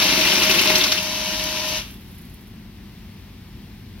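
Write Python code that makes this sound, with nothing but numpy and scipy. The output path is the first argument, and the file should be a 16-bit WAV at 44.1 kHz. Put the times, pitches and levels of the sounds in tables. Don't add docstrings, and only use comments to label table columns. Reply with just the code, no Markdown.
import sys
import numpy as np
from scipy import signal
from scipy.fft import rfft, irfft, next_fast_len
from scipy.io import wavfile

SR = 44100
rng = np.random.default_rng(int(sys.argv[2]) if len(sys.argv) > 2 else 0)


def to_wav(s):
    ch = np.atleast_2d(s).T
    pcm = np.round(np.clip(ch, -1, 1) * 32767)
    wavfile.write(sys.argv[1], SR, pcm.astype(np.int16))


N = 176400
T = np.arange(N) / SR
PADDED = next_fast_len(N + SR // 2)
HZ = np.fft.rfftfreq(PADDED, 1 / SR)
BRAKE_S = 1.775

# t/s, level/dB
FEED_BLOWS = [(0.053, 2.5), (0.092, 0), (0.125, -1), (0.174, 1.5), (0.255, 0.5), (0.301, 1.5), (.333, 0.5),
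              (.412, 1), (0.454, -9), (.497, 3), (0.537, -6), (0.574, -2.5), (0.611, -3), (.657, 3),
              (0.702, 6), (.740, 2), (0.784, -3), (.864, 0), (0.976, -6)]
# t/s, level/dB
PAPER_LEVEL = [(0, -20), (.25, -19.5), (.5, -18.5), (.7, -19.5), (.83, -18.5), (.88, -21), (.908, -27.5),
               (.945, -22), (.985, -31), (1.02, -59), (1.08, -107)]
# f/Hz, then coherence/0-1, left lead/rad, left minus right/dB in turn
NEAR_COHERENCE = [(200, .997), (350, .975), (620, .92), (1000, .78), (1600, .68), (2800, .65), (4200, .3),
                  (5600, .45), (7300, .55), (10000, .62), (15700, .47)]
NEAR_PHASE = [(200, 0), (430, 0.62), (780, 1.26), (1210, 0.24), (2580, -1.5), (3010, -0.5), (4390, 0.5),
              (5080, 2), (6030, 3), (15700, 4)]
NEAR_BALANCE = [(200, -0.5), (350, 6), (620, 1), (1000, 1), (2600, 3.5), (4200, 2.5), (5700, 6.5),
                (7300, -3), (10000, -10), (15700, -13)]
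NEAR = NEAR_COHERENCE, NEAR_PHASE, NEAR_BALANCE


def amp(db):
    return 10 ** (np.asarray(db) / 20)


def unit(x):
    return x / np.sqrt(np.mean(x ** 2) + 1e-20)


def curve(points):
    return np.interp(T, *np.transpose(points))


def over_hz(points):
    hz, value = np.transpose(points)
    return np.interp(np.log(HZ + 1), np.log(hz), value)


def to_hz(x):
    return rfft(x, PADDED)


def to_time(z):
    return irfft(z, PADDED)[..., :N]


def drift(rate_hz, control_hz=2000):
    times = np.arange(0, T[-1] + 1, 1 / control_hz)
    hz = np.fft.rfftfreq(len(times), 1 / control_hz)
    slow = irfft(rfft(rng.standard_normal(len(times))) * np.exp(-(hz / rate_hz) ** 2), len(times))
    return unit(np.interp(T, times, slow))


def burst(start, rise, decay):
    age = np.maximum(T - start, 0)
    return np.minimum(age / rise, 1) * np.exp(-np.maximum(age - rise, 0) / decay)


def crackle(spread_db, per_s=9000):
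    size = amp(spread_db * np.minimum(rng.exponential(1, N), 5)) * (rng.random(N) < per_s / SR)
    return unit(size * rng.standard_normal((2, N)))


def stereo(streams, eq, image):
    a, b = to_hz(streams) * (unit(amp(over_hz(eq))) if eq else 1)
    coherence, lead, balance_db = (over_hz(table) for table in image)
    left = a * amp(balance_db)
    right = (coherence * a + np.sqrt(1 - coherence ** 2) * b) * np.exp(-1j * lead)
    return to_time(np.array([left, right]) * np.sqrt(2 / (1 + amp(2 * balance_db))))


def case(x, t60_s=.11, wet_db=-4, low_cut_hz=880):
    taps = rng.standard_normal((2, N)) * amp(-60 * np.minimum(T / t60_s, 5))
    taps /= np.linalg.norm(taps, axis=1, keepdims=True)
    echo = to_hz(taps) * HZ ** 2 / (HZ ** 2 + low_cut_hz ** 2)
    return to_time(to_hz(x) * (1 + amp(wet_db) * echo)) / np.sqrt(1 + amp(2 * wet_db))


def bending(x, band_hz=600, depth_db=1.6):
    spectrum, centres = to_hz(x), np.arange(1, 12) * band_hz
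    bands = (to_time(spectrum * np.interp(HZ, centres, pick)) for pick in np.eye(len(centres)))
    return unit(sum(band * amp(depth_db * drift(40)) for band in bands))


def rustle(grab_db=-22, flutter_db=.93):
    # f/Hz, level/dB
    eq = [(60, -26), (145, -15), (200, -9), (280, -3), (370, 0), (440, -15.5), (560, -6), (680, -12.5),
          (1000, -8.5), (1500, -8.5), (2000, -5.5), (2600, 0.5), (3100, -2.5), (3500, -5), (4300, -3.5),
          (5000, -8), (5700, -3.5), (6500, -15), (7400, -20.5), (10000, -18), (11800, -14.5),
          (13500, -16.5), (15700, -21)]
    grabs = sum(amp(grab_db + db) * burst(s - .002, .0017, .012) for s, db in FEED_BLOWS)
    sliding = amp(curve(PAPER_LEVEL) + flutter_db * drift(88))
    grain = bending(crackle(1, per_s=12000))
    return stereo(case(grain * np.hypot(sliding, grabs)), eq, NEAR)


def motor(run_hz=44.35, main_order=14, brake_db_per_s=380):
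    # t/s, f/Hz
    speed = [(0, 44.5), (.15, 44.8), (.25, 44.2), (.45, 44.4), (.55, 45), (.65, 44.2), (.75, 44.4),
             (1.78, 44.35), (1.86, 44)]
    # t/s, level/dB
    tone_level = [(0, -37), (.3, -35.5), (.48, -34), (.61, -39), (.76, -34.5), (.9, -36), (1, -38),
                  (1.77, -38.3)]
    # multiple, level/dB
    orders = [(16, -55), (19, -55), (20, -52), (21, -48.5), (22, -46), (23, -46), (42, -52)]
    # f/Hz, level/dB
    whines = [(1792, -51), (2029, -51), (2240, -47), (2600, -46), (2930, -45), (3710, -48), (4362, -48)]
    load = amp(curve(PAPER_LEVEL) - PAPER_LEVEL[0][1])
    turns = np.cumsum(curve(speed) * (1 + .005 * load * drift(32))) / SR
    waver_db = (.7 + 2.5 * load) * drift(16)
    out = amp(curve(tone_level) + waver_db) * np.sin(2 * np.pi * main_order * turns) * np.ones((2, 1))
    for multiple, db in orders:
        phase = 2 * np.pi * (round(multiple) * turns + rng.random()) + .45 * drift(16)
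        out += amp(db + 2.8 * drift(16)) * np.sin(phase)
    for hz, db in whines:
        phase = 2 * np.pi * hz * (turns / run_hz + .001 * np.cumsum(drift(24)) / SR)
        out += amp(db + 2 * drift(18)) * np.sin(phase + rng.uniform(-.24, 1, (2, 1)))
    brake = amp(-brake_db_per_s * np.clip(T - BRAKE_S, 0, .5))
    return np.sqrt(2) * out * brake * amp([[.5], [-.5]])


def belts():
    # t/s, level/dB
    whir_level = [(0, -19.5), (1, -25), (1.4, -25), (1.785, -25.5), (1.83, -39), (1.9, -46.5), (2, -65),
                  (2.3, -73), (2.6, -100)]
    # t/s, level/dB, decay/s
    strays = [(.496, -17, 0.0045), (0.613, -16.5, 0.0044), (.694, -18, .004), (.782, -16, .003),
              (1.029, -21, 0.0029), (1.437, -20, .0033), (1.676, -28.5, 0.029), (1.731, -34, .012)]
    # f/Hz, level/dB
    whir_eq = [(50, -30), (130, -21), (190, 2.5), (240, -10.5), (300, -1), (380, -7.5), (450, -16),
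               (550, -7.5), (700, -8.5), (1000, -11), (1300, -10), (1600, -11.5), (2300, -6.5), (2600, -5),
               (2900, -2), (3300, -4), (4300, -4.5), (4900, -5), (5700, -2), (6500, -9.5), (7400, -20),
               (10000, -17), (11800, -12), (13500, -20), (15700, -23)]
    tick_eq = [(500, -26), (3000, -12), (6000, 4), (7500, -5), (10000, -2), (11500, 4), (15700, -6)]
    whir = crackle(1.5, per_s=14000) * amp(curve(whir_level) + .09 * drift(60))
    ticks = sum(amp(db) * burst(s, .0011, decay) for s, db, decay in strays) * crackle(1.5)
    return stereo(case(whir), whir_eq, NEAR) + stereo(case(ticks), tick_eq, NEAR)


def room(hum_hz=48.6, hum_db=-50, air_db=-40, shelf_hz=1100):
    # f/Hz, level/dB
    eq = [(20, -23), (35, -17), (48, 1.5), (65, -3), (100, -2), (150, -8.5), (200, -1.5), (280, -12.5),
          (360, -16), (480, -26), (700, -27), (1000, -26.5), (1300, -31), (2000, -26.5), (2800, -27.5),
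          (4000, -29), (5600, -33), (7200, -43.5), (9500, -42.5), (12000, -35), (15700, -38)]
    # t/s, level/dB
    shelf_level = [(0, 6), (2.3, 0), (2.7, -0.5), (3, 0.5), (3.4, -0.5), (4, 0)]
    # f/Hz, then coherence/0-1, left lead/rad, left minus right/dB in turn
    coherence = [(200, .993), (330, .93), (600, .75), (1000, .75), (2800, .6), (5500, .3), (12000, .15)]
    lead = [(150, 0), (250, 0.1), (350, 0), (600, 1.5), (1200, 0), (2700, 0.6), (5900, 2.5), (15700, 11.5)]
    balance = [(50, 3.5), (200, -0.5), (330, 5.5), (1000, 1), (2800, 4), (5500, 3), (7300, -1),
               (12000, -3.5)]
    hum = amp(hum_db + 2 * drift(8)) * np.sin(2 * np.pi * hum_hz * T + .5 * drift(8))
    noise = rng.standard_normal((2, N)) * amp(air_db + .51 * drift(3.5))
    air = stereo(noise, eq, (coherence, lead, balance))
    treble = to_time(to_hz(air) * HZ ** 2 / (HZ ** 2 + shelf_hz ** 2))
    return hum + air + treble * (amp(curve(shelf_level)) - 1)


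def snaps(level_db=-15.5):
    # t/s, level/dB
    landings = [(0.025, 0), (.268, -9), (.351, -1), (0.431, 2), (.510, 3), (.591, 2), (.671, 2), (0.753, 5),
                (0.837, 4.5), (.918, 5)]
    # f/Hz, level/dB
    eq = [(100, -22), (400, -13), (1000, -7), (2000, -5.5), (2800, 2), (4000, 4.5), (5800, 4.5),
          (7300, -14.5), (10000, -14.5), (12000, -5), (15700, -28)]
    envelope = sum(amp(level_db + db) * burst(s - .002, .0055, .008) for s, db in landings)
    return stereo(case(envelope * crackle(1.1)), eq, NEAR)


def knocks(level_db=-26):
    # f/Hz, level/dB
    eq = [(100, -3), (200, -5), (370, -9), (460, -17), (900, 9), (1500, -13), (2300, -4), (3500, -5),
          (8000, -35), (15700, -35)]
    envelope = sum(amp(level_db + db) * burst(s - .002, .0027, .0047) for s, db in FEED_BLOWS)
    return stereo(envelope * crackle(.97), eq, NEAR)


def thumps(level_db=-26.5):
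    # f/Hz, level/dB, t60/s
    modes = [(205, 1, .085), (250, -7, .038), (304, 1, .065), (367, 0, .085), (472, -11, .06)]
    out, t = np.zeros(N), T[:SR // 5]
    attack = np.minimum(t / .0027, 1)
    for s, db in FEED_BLOWS:
        first = round(s * SR)
        for hz, mode_db, t60 in modes:
            detune, phase = rng.uniform(-1.57, 1, 2)
            ring = np.sin(2 * np.pi * hz * (1 + .014 * detune) * t + phase)
            out[first:first + len(t)] += amp(db + mode_db - 60 * t / t60) * ring * attack
    pan = amp(over_hz(NEAR_BALANCE) * np.array([[.5], [-.5]]))
    return amp(level_db) * to_time(to_hz(out) * pan)


def flicks(width_hz=650, glide_hz_per_s=6300):
    # t/s, level/dB, f/Hz
    edges = [(.080, -18, 3016), (.098, -20.5, 2087), (.210, -19.5, 2495), (.249, -18.5, 2440),
             (.269, -17, 2784), (.293, -20, 3000), (.316, -18, 3134), (.370, -20, 5680), (0.416, -19, 2620),
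             (.492, -15.5, 2660), (.511, -29, 2690), (0.585, -14.5, 2780), (.677, -21, 2940),
             (.753, -15.5, 5770), (.808, -17, 3600), (0.883, -21, 3910), (.972, -19.5, 2880)]
    out, t = np.zeros((2, N)), T[:SR // 10]
    envelope = burst(0, .004, .011)[:len(t)]
    lowpass = signal.butter(2, width_hz / 2, fs=SR)
    for s, db, hz in edges:
        a, b = signal.lfilter(*lowpass, rng.standard_normal((2, 2, len(t))))
        phase = 2 * np.pi * np.cumsum(hz + glide_hz_per_s * t) / SR
        rasp = unit(a * np.cos(phase) + b * np.sin(phase))
        first = round(s * SR)
        out[:, first:first + len(t)] += amp(db) * envelope * rasp
    return stereo(case(out), None, NEAR)


def squeal(start_s=1.75, length_s=.25, hz=8570, wander_hz=70):
    arch = np.sin(np.pi * np.clip((T - start_s) / length_s, 0, 1))
    phase = 2 * np.pi * np.cumsum(hz + wander_hz * drift(60)) / SR
    return amp(-65) * arch * np.sin(phase) * np.array([[.3], [2]])


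def rundown(level_db=-34.5):
    # f/Hz, level/dB
    eq = [(300, -6), (1000, -12), (2000, -12), (2900, 0), (3900, -11), (5500, -19), (7500, -28),
          (15700, -23)]
    hiss = amp(level_db) * burst(BRAKE_S, .012, .072) * crackle(1.3)
    return stereo(case(hiss), eq, NEAR)


def wheel():
    # t/s, level/dB
    brush_level = [(0, -37), (1.8, -46), (2, -56), (2.3, -58), (2.5, -65), (2.6, -90)]
    rubs = [(1.91, -46), (1.943, -50), (2.012, -55), (2.083, -54), (2.115, -51), (2.148, -53), (2.183, -49),
            (2.217, -48), (2.252, -51), (2.298, -51), (2.341, -46), (2.410, -49), (2.476, -49)]
    # f/Hz, level/dB
    eq = [(2000, -33), (7000, -19), (10400, -19), (10950, -4), (11300, -1.5), (11750, -8), (12300, -9),
          (15700, -12)]
    envelope = amp(curve(brush_level)) + sum(amp(db) * burst(s - .005, .007, .008) for s, db in rubs)
    return stereo(envelope * crackle(1.2, per_s=14000), eq, NEAR)


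def scene():
    bed = rustle() + motor() + belts() + room()
    hits = snaps() + knocks() + thumps() + flicks()
    return bed + hits + squeal() + rundown() + wheel()


def record(dry):
    high_cut = signal.firwin(511, 15950, window=("kaiser", 9), fs=SR)
    return signal.oaconvolve(dry, high_cut[None], "same")


dry = scene()
out = record(dry)
to_wav(out)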